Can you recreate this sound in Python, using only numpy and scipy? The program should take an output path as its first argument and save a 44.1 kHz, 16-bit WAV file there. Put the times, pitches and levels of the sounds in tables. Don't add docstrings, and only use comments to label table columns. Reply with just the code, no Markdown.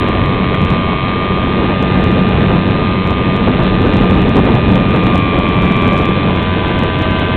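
import sys
import numpy as np
from scipy import signal
from scipy.io import wavfile

SR = 44100
rng = np.random.default_rng(int(sys.argv[2]) if len(sys.argv) > 2 else 0)


def boost_factor(decibels):
    exponent = np.asarray(decibels, float) / 20
    return 10 ** exponent


def digitize_waveform(pressure):
    field = np.atleast_2d(pressure).T
    bounded = np.clip(field, -1, 1)
    quanta = np.round(bounded * 32767).astype(np.int16)
    wavfile.write(sys.argv[1], SR, quanta)


N = 324576


def rms_one(x):
    return x / np.sqrt(np.mean(x ** 2) + 1e-20)


def in_time(rows):
    times, values = np.transpose(rows)
    return np.interp(np.arange(N) / SR, times, values)


def drift(rate, size=N):
    r = np.exp(-80 * np.pi * rate / SR)
    coarse = rng.standard_normal(N // 40 + 2000)
    slow = signal.lfilter([1], [1, -2 * r, r * r], coarse)[2000:]
    return np.interp(np.linspace(0, len(slow), size), np.arange(len(slow)), rms_one(slow))


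def turbulence(spectrum, together_db, own_db, rate):
    hz, db = np.transpose(spectrum)
    octaves = np.log2(hz[-1] / hz[0])
    edges = hz[0] * 2 ** np.arange(0, octaves + .5, .5)
    white = rng.standard_normal((2, N + 8000))
    out = 0
    for k, (low, high) in enumerate(zip(edges, edges[1:])):
        band_pass = signal.butter(2, [low, high], "band", fs=SR, output="sos")
        band = signal.sosfilt(band_pass, white[k % 2])[8000:]
        level_db = np.interp(np.log(low * high) / 2, np.log(hz), db)
        out = out + boost_factor(level_db + own_db * drift(rate)) * band
    return rms_one(boost_factor(together_db) * out)


def slipstream(turns, phase, gust_db):
    # (frequency [Hz], level [dB per Hz])
    buffet_spectrum = [(7.1, -54), (12, -18.5), (80, -1), (144, -1.5), (182, -0.5), (236, -4.5),
                       (392, -8.5), (600, -17), (780, -49.5), (1320, -120)]
    rush_spectrum = [(150, -41.5), (250, -1.5), (947, -8), (1010, -9), (1120, -12), (1200, -4),
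                     (1560, -23.5), (2640, -120)]
    hiss_spectrum = [(470, -36), (800, -3.5), (1200, -14), (1600, -6), (2500, -6.5), (3200, -9.5),
                     (4200, -5), (5300, -24.5)]
    eddies = drift(29.0)
    lumps = drift(14.0)
    climb = np.clip(phase - 2, 0, 1)

    buffet_db = -13 + gust_db + .2 * lumps
    rush_db = -22 + .7 * gust_db + 0.3 * climb + .8 * lumps
    hiss_db = -27 + 0.34 * gust_db + 3.5 * climb + .8 * lumps

    buffet = boost_factor(buffet_db) * turbulence(buffet_spectrum, 1.2 * eddies, own_db=-0.24, rate=9.8)
    rush = boost_factor(rush_db) * turbulence(rush_spectrum, 3.07 * eddies, own_db=0.4, rate=10.0)
    hiss = boost_factor(hiss_db) * turbulence(hiss_spectrum, 0.19 * eddies, own_db=0.4, rate=130.0)
    wash = 1 + .18 * np.cos(2 * np.pi * turns) + .1 * np.cos(4 * np.pi * turns)
    return buffet + rush + wash * hiss


def motor(turns, phase, gust_db):
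    turns, phase = turns[::4], phase[::4]
    blade_db = 0.53 * gust_db[::4]
    size = len(turns)
    out = 0
    for order, levels_db in order_levels():
        level_db = np.interp(phase, np.arange(4), levels_db)
        if order < 3:
            level_db = level_db + blade_db
        level_db = level_db + 1.1 * drift(2.5, size=size)
        late = -1.1 * np.cos(2 * np.pi * order / 13)
        lag = .7 * rng.standard_normal() + .3 * drift(1.2, size=size) - late
        out = out + boost_factor(level_db) * np.cos(2 * np.pi * order * turns + lag)
    return np.sqrt(2) * signal.resample(out, N)


def order_levels():
    # (order [multiple of turning rate], level flight [dB], dive [dB], pull-up [dB], climb [dB])
    strong_orders = [(1, -25.5, -29.5, -29.5, -21.5), (2, -26, -20, -21.5, -28),
                     (7, -39, -41.5, -48, -27.5), (9, -46.5, -38.5, -54, -39), (10, -40.5, -38.5, -50, -41),
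                     (11, -30, -34.5, -32, -27.5), (12, -27.5, -39, -27.5, -37.5),
                     (13, -24, -27, -23, -27.5), (17, -47, -38, -48, -30), (19, -49, -36, -51, -40.5),
                     (22, -40, -41.5, -39.5, -58), (23, -40, -41.5, -39, -35.5), (24, -34, -43, -37, -45.5),
                     (25, -37.5, -47.5, -39, -43), (26, -39.5, -36.5, -29, -44),
                     (27, -36.5, -36.5, -31, -43.5), (28, -38.5, -39, -36, -35),
                     (31, -49, -42.5, -42.5, -38), (33, -44, -45.5, -48, -43.5),
                     (34, -38, -45.5, -38, -37.5), (35, -39.5, -54, -44.5, -44),
                     (37, -45, -43.5, -43.5, -41.5), (38, -46, -41.5, -38, -41),
                     (42, -39.5, -39.5, -42, -43)]
    top_order = 43
    orders = np.arange(1, top_order + 1)
    weak_db = -43 - .06 * orders
    scatter_db = 3.0 * rng.standard_normal((top_order, 4))
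    levels_db = weak_db[:, None] + scatter_db
    for order, *db in strong_orders:
        levels_db[round(order) - 1] = db
    return zip(orders, levels_db)


def slaps():
    # (time [s], peak level [dB])
    slap_times = [(0.442, -3.5), (0.544, 0.5), (0.583, -14), (1.135, -5.5), (3.535, -11.5), (3.866, -8),
                  (3.935, -3.5), (4.02, -9.5), (4.173, -9.5), (4.488, -5.5), (4.755, -1.5), (5.067, -4.5),
                  (5.466, -5), (5.856, -7), (6.373, -8.5), (7.223, -11.5)]
    starts = np.zeros(N)
    for s, db in slap_times:
        starts[round(s * SR)] = boost_factor(db - 10.0)
    fade = np.exp(-1 / (0.0045 * SR))
    envelope = signal.lfilter([1], [1, -fade], starts + 1e-18)
    dull = signal.butter(1, [500., 1800.], "band", fs=SR, output="sos")
    return envelope * rms_one(signal.sosfilt(dull, rng.standard_normal(N)))


def scene():
    # (time [s], speed [turns per s])
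    shaft_speed = [(0, 92.1), (.43, 92.4), (1.09, 92.3), (1.45, 93.0), (1.93, 93.2), (2.05, 92.7),
                   (2.36, 92.4), (2.8, 93.3), (3.57, 92.7), (4.86, 92.7), (5.06, 92.3), (5.25, 90.4),
                   (5.66, 89.85), (5.9, 89.85), (6.05, 91.05), (6.87, 91.0), (7.36, 91.3)]
    # (time [s], phase [0 level, 1 dive, 2 pull-up, 3 climb])
    flight_phase = [(0, .15), (1.4, .05), (1.8, 1.), (2.6, 1.), (2.9, .4), (3.35, .4), (3.7, 1.),
                    (4.75, 1.1), (5.2, 2.), (6.0, 2.), (6.25, 2.3), (6.45, 2.8), (6.9, 3.), (7.36, 3.)]
    # (time [s], level [dB])
    gusts = [(0, -13), (.5, -14), (.8, -13.5), (1.05, -17.5), (1.5, -13), (1.75, -15), (2.1, -11.5),
             (2.5, -11), (2.7, -13.5), (3.15, -15.5), (3.5, -12), (3.75, -12), (4.05, -9.5), (5.0, -10.5),
             (5.3, -13.5), (5.85, -12), (6.4, -16), (7.36, -14.5)]
    turns = np.cumsum(in_time(shaft_speed)) / SR
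    phase = in_time(flight_phase)
    gust_db = in_time(gusts)
    gust_db = gust_db - gust_db.mean()
    mix = slipstream(turns, phase, gust_db) + motor(turns, phase, gust_db) + slaps()
    return mix[None]


def roll_off(x):
    return signal.sosfilt(signal.butter(12, 15850, fs=SR, output="sos"), x)


def record(dry):
    overload, knee, ceiling = .712, 12, .707
    coarse = signal.resample(dry, N * 8000 // SR, axis=1)
    coarse = coarse + .07 * coarse ** 2 - .014
    coarse = coarse / (1 + (coarse / overload) ** knee) ** (1 / knee)
    kernel = signal.firwin(26 * 441 + 1, .977 / 441, window=("kaiser", 9.))
    fine = signal.resample_poly(coarse, 441, 80, axis=1, window=kernel)[:, :N]
    fine = np.clip(fine, -ceiling, ceiling)
    return roll_off(fine)


dry = scene()
out = record(dry)
digitize_waveform(out)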